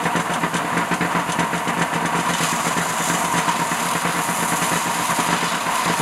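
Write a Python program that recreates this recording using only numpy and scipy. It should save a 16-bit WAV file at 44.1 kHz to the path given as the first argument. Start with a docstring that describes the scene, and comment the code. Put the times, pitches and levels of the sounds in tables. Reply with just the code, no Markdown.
"""Knocking flaps, about eight a second, from the slack drive belt of a bench belt sander in a small workshop.
Each flap is a short run of knocks in step with the drum; they thump the frame and clack the steel guard,
and a loose fitting chinks after them. Under this the sanding belt rushes over rollers and platen.
From about 2.3 s a small brass part is held on the belt and turned; grit scrapes it with a bright hiss."""
import sys
import numpy as np
from scipy import signal
from scipy.fft import rfft, irfft, next_fast_len
from scipy.io import wavfile

SR = 44100
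rng = np.random.default_rng(int(sys.argv[2]) if len(sys.argv) > 2 else 0)


def to_wav(sig):
    """Store sig (one row per channel, or 1-D mono) as 16-bit WAV at the path in sys.argv[1].

    Samples outside -1..1 are clipped; the rate is SR.
    """
    pcm = np.clip(np.atleast_2d(sig), -1, 1) * 32767
    pcm = np.round(pcm).astype(np.int16)
    wavfile.write(sys.argv[1], SR, pcm.T)  # frames by channels


N = 265261
TIME_S = np.arange(N) / SR
LAP_HZ, DRUM_HZ, IDLER_HZ = 8.2, 21.04, 116.7  # turn rates: belt, drum, small roller

# steel guard and platen resonances: freq_hz, width_hz, boost_db
STEEL_PEAKS = [(676, 29, 5), (724, 27, 8), (791, 22, 5), (937, 34, 11), (982, 37, 7), (1028, 34, 9),
               (1135, 60, 5), (1253, 25, 4), (1410, 52, 5), (1557, 28, 5), (1775, 28, 5), (1974, 30, 3),
               (2578, 90, 3), (2699, 22, 5), (2848, 84, 5), (2978, 57, 7), (3194, 90, 5), (3462, 38, 6),
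               (3626, 28, 11), (3880, 55, 6), (4194, 70, 4), (4846, 90, 7)]


def drive_blows(end_db=-8, clear_db=-8.5, pull=.145):
    """The drum times the knocks, the slack belt's swing sets their force. Returns start_s, level_db."""
    # drive belt flaps: middle_s, length_s, strength_db
    flaps = [(0.043, 0.062, -17), (0.169, 0.073, -16), (0.312, 0.062, -19.5), (0.426, 0.049, -16.5),
             (0.552, 0.042, -13), (0.653, 0.034, -15), (0.771, 0.11, -18), (0.923, 0.036, -14.5),
             (1.022, 0.074, -15.5), (1.157, 0.11, -19), (1.284, 0.049, -20.5), (1.4, 0.075, -16.5),
             (1.546, 0.06, -17.5), (1.686, 0.04, -15.5), (1.797, 0.061, -15), (1.939, 0.034, -12),
             (2.04, 0.065, -18), (2.163, 0.15, -19.5), (2.301, 0.11, -19.5), (2.414, 0.031, -9.5),
             (2.53, 0.03, -20), (2.659, 0.066, -19.5), (2.784, 0.057, -16), (2.89, 0.037, -19),
             (3.007, 0.081, -24), (3.114, 0.1, -19), (3.243, 0.095, -24.5), (3.363, 0.056, -14.5),
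             (3.487, 0.025, -18), (3.598, 0.039, -14), (3.72, 0.02, -19.5), (3.844, 0.093, -24),
             (3.948, 0.044, -20), (4.059, 0.083, -19), (4.167, 0.05, -17.5), (4.299, 0.046, -19),
             (4.415, 0.078, -21.5), (4.512, 0.066, -19.5), (4.612, 0.06, -19), (4.736, 0.075, -18),
             (4.875, 0.04, -19), (4.981, 0.11, -25), (5.102, 0.038, -22), (5.191, 0.068, -22),
             (5.313, 0.14, -18.5), (5.432, 0.078, -21.5), (5.544, 0.051, -23), (5.671, 0.033, -23),
             (5.883, 0.083, -18), (6.008, 0.1, -19)]
    # two knocks per drum turn: offset_s, accent_db
    turn_knocks = [(.0071, 1.5), (0.0265, -5)]
    middle_s, length_s, strength_db = np.transpose(flaps)
    turns_s = np.arange(0, N / SR + 1 / DRUM_HZ, 1 / DRUM_HZ)
    start_s, level_db = [], []
    for offset_s, accent_db in turn_knocks:
        due_s = turns_s + offset_s
        nearest = abs(due_s[:, None] - middle_s).argmin(1)
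        to_middle_s = middle_s[nearest] - due_s
        swing_db = end_db * (2 * to_middle_s / length_s[nearest]) ** 2
        miss_db = 2 * np.minimum(swing_db - clear_db, 0)  # a small swing clears the frame
        start_s.append(due_s + pull * to_middle_s)
        level_db.append(strength_db[nearest] + accent_db + swing_db + miss_db)
    return np.concatenate(start_s), np.concatenate(level_db)


def knocks(cushion_s=0.0034, mode_scatter=0.42):
    """Each knock thumps the frame modes, the upper ones in a changing mix, and clacks the guard."""
    # frame modes: freq_hz, level_db, t60_s
    frame_modes = [(78, -9, 0.099), (164, -9.5, 0.39), (173.3, 2.5, 0.14), (228.5, -4, 0.17),
                   (255, -3, 0.11), (293.2, -3, 0.1), (310, -32, 0.027), (434, -18.5, 0.15),
                   (454.7, -11, 0.32), (535, -23, 0.12)]
    # guard spectrum: freq_hz, gain_db
    clack_colour = [(200, -41), (400, 5.5), (600, -2.5), (900, -4), (1300, 0), (1850, 2.5), (2350, -3),
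                    (3100, -17.5), (4500, -19.5), (5500, -29.5), (9000, -42), (16000, -44)]
    start_s, level_db = drive_blows()
    t = np.arange(SR // 4) / SR
    modes = np.array([amp(db - 60 * t / t60) * np.cos(2 * np.pi * hz * t) for hz, db, t60 in frame_modes])
    modes *= 1 - 0.29 * np.exp(-t / cushion_s)  # rubber cushions the blow
    modes = butterworth(modes, [85, 620], "bandpass")
    upper = np.transpose(frame_modes)[0] > 200
    thumps = np.zeros(N)
    for s, db in zip(start_s, level_db):
        weights = 1 + mode_scatter * upper * rng.standard_normal(len(modes))
        add(thumps, s, -amp(db) * weights @ modes)
    buzz = chatter(start_s, level_db, rise_s=0.00057, t60_s=0.16)
    return amp(-4.5) * thumps + amp(-1) * body(buzz, clack_colour, STEEL_PEAKS)


def chinks(lag_s=.006, scatter_db=5.5):
    """The loose fitting buzzes on its high modes after each knock, now and then loudly."""
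    # loud chinks: start_s, level_db
    loud_chinks = [(0.197, -30.5), (0.3347, -26), (0.5394, -27), (0.5647, -25.5), (0.773, -31),
                   (0.937, -27.5), (1.2947, -30), (1.319, -24), (1.3928, -28.5), (1.677, -29.5),
                   (1.8193, -33.5), (1.943, -33), (2.1985, -30), (2.2933, -31), (2.3343, -24),
                   (2.6767, -27), (2.7737, -27), (3.246, -27), (3.378, -23.5), (3.487, -28.5), (5.198, -25),
                   (5.4418, -26)]
    # fitting spectrum: freq_hz, gain_db
    fitting_colour = [(1500, -30.5), (3000, 7.5), (4700, -4), (5500, -2.5), (6600, 3.5), (8300, -1),
                      (10000, 0.5), (11500, -18), (16000, -45)]
    # fitting resonances: freq_hz, width_hz, boost_db
    fitting_peaks = [(2980, 60, 8), (3626, 30, 11), (4880, 60, 8), (5930, 40, 7), (6120, 40, 10),
                     (6310, 50, 8), (7320, 55, 11), (7620, 100, 5), (8270, 45, 6), (9510, 80, 9),
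                     (9850, 40, 7)]
    start_s, knock_db = drive_blows()
    level_db = knock_db - 17 + scatter_db * rng.standard_normal(len(start_s))
    contacts = np.vstack([np.c_[start_s + lag_s, level_db], loud_chinks])
    buzz = chatter(*contacts.T, rise_s=0.00095, t60_s=0.1)
    return amp(2.5) * body(buzz, fitting_colour, fitting_peaks)


def grinding(touch_s=1.96, seated_s=2.3, judder_db=1.5, tremor_db=0.73, idler_depth=.06):
    """Grains cut the brass; hand pressure sets the level, the part's angle the colour."""
    # brass on the belt: time_s, press_db, edge_db, flat_db (last two relative to press_db)
    contact = [(2.1, -43.5, 1, 1), (2.36, -35, -3.5, 3.5), (2.46, -28, -3, 2.5), (2.55, -30.5, -5.5, -3.5),
               (2.84, -35.5, -2, -1), (3.08, -29, -4, -4), (3.3, -33.5, -1.5, -6), (3.51, -38, -2, 6.5),
               (3.67, -33.5, -3, -2), (3.88, -33, 0.5, 1), (4.11, -37.5, 1, 3.5), (4.22, -34.5, 2.5, -1),
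               (4.43, -32, 2, -4), (4.72, -32, 1, 0), (4.81, -33, -2, -0.5), (5.24, -34.5, 2.5, 2.5),
               (5.32, -36, -4, 5.5), (5.53, -36.5, -2.5, 7), (5.67, -40, 0, 5), (5.74, -34, 1, 1.5),
               (5.9, -35.5, -3.5, 6), (6.01, -34, 2.5, 1)]
    # spectra of scrape, edge hiss, rasp of the flat, fine grit: freq_hz, gain_db
    scrape_colour = [(4000, -16.5), (5600, -7), (6200, -1), (7250, 1), (7900, -2.5), (8600, -3),
                     (10000, -27), (16000, -22)]
    edge_colour = [(7000, -20), (8500, -15), (9100, 9), (9700, 6), (10800, 8.5), (11800, 4.5), (13000, -2),
                   (15500, -30)]
    rasp_colour = [(600, -25.5), (1200, 5.5), (2000, 2), (2600, 1.5), (3100, -3), (3700, -3), (4600, -4.5),
                   (5600, -8), (7000, -9.5), (16000, -47)]
    fizz_colour = [(4000, -4), (6000, -4), (9000, -8), (12000, 6), (13500, 5), (15500, -17)]
    # resonances of brass on belt, and of the pressed platen: freq_hz, width_hz, boost_db
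    brass_peaks = [(6109, 120, 6), (6425, 150, 3), (6772, 150, 6), (7120, 130, 5), (7314, 70, 7),
                   (7700, 170, 5), (8399, 150, 4), (9105, 170, 7), (9511, 70, 7), (10050, 180, 6),
                   (10538, 70, 6), (10913, 120, 6), (11657, 170, 3)]
    platen_peaks = [(1135, 54, 6), (1403, 52, 5), (2010, 70, 6), (2540, 70, 6), (2840, 70, 5),
                    (2970, 70, 7), (3170, 90, 8), (3470, 50, 7), (3626, 30, 8), (3880, 45, 10),
                    (4170, 60, 8), (4580, 70, 5), (4860, 70, 10), (5140, 80, 6)]
    time_s, *columns = np.transpose(contact)
    press_db, edge_db, flat_db = (np.interp(TIME_S, time_s, column) for column in columns)
    touch = np.interp(TIME_S, [touch_s, seated_s], [0, 1])
    bounce = amp(judder_db * wander(hz=71.5) + tremor_db * wander(hz=17))
    throb = 1 + idler_depth * sine(IDLER_HZ)
    cuts = grit(per_s=14000, spread_db=2.5) * touch * bounce * throb * amp(press_db)
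    edge_cuts, flat_cuts, fine_cuts = cuts * rng.choice([-1., 1.], (3, N))  # same grains, random signs
    scrape = body(cuts, scrape_colour, brass_peaks)
    edge = body(edge_cuts * amp(edge_db), edge_colour, brass_peaks)
    rasp = body(flat_cuts * amp(flat_db), rasp_colour, platen_peaks)
    fizz = body(fine_cuts * amp(edge_db), fizz_colour, brass_peaks)
    return amp(-0.84) * scrape + amp(-1.65) * edge + amp(1) * rasp + amp(-13.5) * fizz


def belt(repeat_share=0.32, drum_depth=0.009, idler_depth=0.084, flutter_db=1.68):
    """The running belt rushes and throbs over the rollers, drags the platen into ringing, and hisses."""
    # belt drag on the platen: time_s, level_db
    load = [(0, -41), (.5, -40), (.8, -33.5), (1.25, -31.5), (1.55, -32.5), (2.1, -28.5), (2.75, -32.5),
            (3.25, -29.5), (3.55, -26.5), (3.8, -30.5), (4.5, -27.5), (5.0, -29), (5.3, -25), (5.55, -33),
            (5.8, -23.5), (6.01, -31.5)]
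    # spectra of roller rush, platen ring, grit hiss: freq_hz, gain_db
    rush_colour = [(25, -42), (45, -31), (70, -13.5), (110, -6.5), (170, 1), (280, 2.5), (370, -7.5),
                   (600, 0.5), (1100, 0), (1900, -3.5), (2700, -10.5), (4000, -23.5), (5500, -38),
                   (16000, -37.5)]
    platen_colour = [(500, -18.5), (800, -41), (950, 0), (1070, -1.5), (1270, -7), (1500, -19.5),
                     (2100, -7), (3000, -21.5), (8000, -64)]
    hiss_colour = [(2500, -8.5), (4500, 0), (5500, -5.5), (6300, 1), (7200, 3), (8300, -1.5), (9800, 1.5),
                   (11000, -0.5), (13000, -8.5), (15500, -26)]
    throb = 1 + drum_depth * sine(DRUM_HZ) + idler_depth * sine(IDLER_HZ)
    lap_bumps = np.sqrt(repeat_share) * rng.standard_normal((2, round(SR / LAP_HZ)))  # recur each lap
    roll, drag = (
        throb * (np.resize(bumps, N) + np.sqrt(1 - repeat_share) * grit(per_s=6000, spread_db=2))
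        for bumps in lap_bumps)
    rush = body(roll * amp(flutter_db * wander(hz=25)), rush_colour, STEEL_PEAKS)
    drag_db = np.interp(TIME_S, *np.transpose(load)) + 1.14 * wander(hz=12)
    ring = body(drag * amp(drag_db), platen_colour, STEEL_PEAKS)
    grains = grit(per_s=12000, spread_db=2.5) * amp(0.55 * wander(hz=40))
    hiss = body(grains, hiss_colour, peaks=[(7180, 70, 2.9), (9600, 70, 2.5)])
    return amp(-25.5) * rush + ring + amp(-39) * hiss


def early_echoes(x):
    """Close hard surfaces mirror the treble and comb it into metallic peaks."""
    # echoes off guard, bench and hands: delay_s, gain_db
    echoes = [(.0021, -20), (.0047, -19), (.0069, -19), (.0093, -21)]
    treble = butterworth(x, 1900, "highpass")
    out = np.zeros(N)
    for delay_s, gain_db in echoes:
        add(out, delay_s, amp(gain_db) * treble)
    return out


def workshop(x, tail_count=3, gap_s=.006):
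    """Short diffuse room tail, longest in the bass, its colour slowly and steadily shifting."""
    # room decay: freq_hz, t60_s
    decay = [(150, 0.9), (1000, 0.16), (3000, 0.087), (10000, 0.19)]
    taps = rng.standard_normal((tail_count, SR // 3)) * (np.arange(SR // 3) > gap_s * SR)
    hz, t, spectra = signal.stft(taps, SR, nperseg=256)
    t60_s = log_interp(decay, hz)[:, None]
    tails = signal.istft(spectra * amp(-60 * t / t60_s), SR, nperseg=256)[1]
    tails /= np.linalg.norm(tails[0])
    phase_rad = np.pi * (0.916 * TIME_S + np.arange(tail_count)[:, None] / tail_count)
    crossfade = np.cos(phase_rad) * np.sqrt(2 / tail_count)
    return signal.oaconvolve(butterworth(x, 450, "highpass") * crossfade, tails, axes=1)[:, :N].sum(0)


def chatter(start_s, level_db, rise_s, t60_s):
    """Each contact buzzes: a dying burst of tiny rebounds."""
    t, out = np.arange(SR // 8) / SR, np.zeros(N)
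    envelope = (1 - np.exp(-t / rise_s)) * amp(-60 * t / t60_s)
    for s, db in zip(start_s, level_db):
        add(out, s, amp(db) * envelope * rng.standard_normal(len(t)))
    return out


def grit(per_s, spread_db):
    """Tiny impacts of abrasive grains, a few larger than the rest; rms 1."""
    size = amp(spread_db * np.minimum(rng.exponential(1, N), 4))
    return unit_rms(size * rng.choice([-1., 1.], N) * (rng.random(N) < per_s / SR))


def body(x, colour, peaks, fft_size=8192):
    """Rings x through a unit-energy body: broad colour plus resonances."""
    hz = np.fft.rfftfreq(fft_size, 1 / SR)
    lift = sum((amp(db) ** 2 - 1) / (1 + (2 * (hz - f) / width) ** 2) for f, width, db in peaks)
    log_gain = np.log(amp(log_interp(colour, hz))) + .5 * np.log(np.maximum(1 + lift, .1))
    minimum_phase = np.exp(np.conj(signal.hilbert(np.r_[log_gain, log_gain[-2:0:-1]])))
    ring = np.fft.ifft(minimum_phase).real[:fft_size // 2]
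    return signal.oaconvolve(x, ring / np.linalg.norm(ring))[:N]


def wander(hz):
    """Random drift below about hz; rms 1."""
    bins_hz = np.fft.rfftfreq(N, 1 / SR)[:4000]
    spectrum = rfft(rng.standard_normal(8192))[:4000] / (1 + (bins_hz / hz) ** 4)
    return unit_rms(irfft(spectrum, next_fast_len(N))[:N])


def sine(hz):
    return np.sin(2 * np.pi * hz * TIME_S)


def butterworth(x, hz, kind):
    return signal.sosfilt(signal.butter(2, hz, kind, fs=SR, output="sos"), x)


def amp(db):
    return 10 ** (np.asarray(db) / 20)


def unit_rms(x):
    return x / np.sqrt(np.mean(x ** 2) + 1e-20)


def log_interp(points, hz):
    freq_hz, value = np.transpose(points)
    return np.interp(np.log(hz + 1), np.log(freq_hz), value)


def add(mix, start_s, sound):
    part = mix[max(round(start_s * SR), 0):][:len(sound)]
    part += sound[:len(part)]


def scene():
    """The sander close by, with early echoes and a little room."""
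    direct = knocks() + chinks() + belt() + grinding()
    return (direct + early_echoes(direct) + amp(-15.5) * workshop(direct))[None]


def record(dry):
    """Low cut at 38 Hz, band limit at 15780 Hz."""
    band_limit = signal.firwin(801, 15780, window=("kaiser", 9), fs=SR)
    return signal.oaconvolve(butterworth(dry, 38, "highpass"), band_limit[None], "same")


dry = scene()
out = record(dry)
to_wav(out)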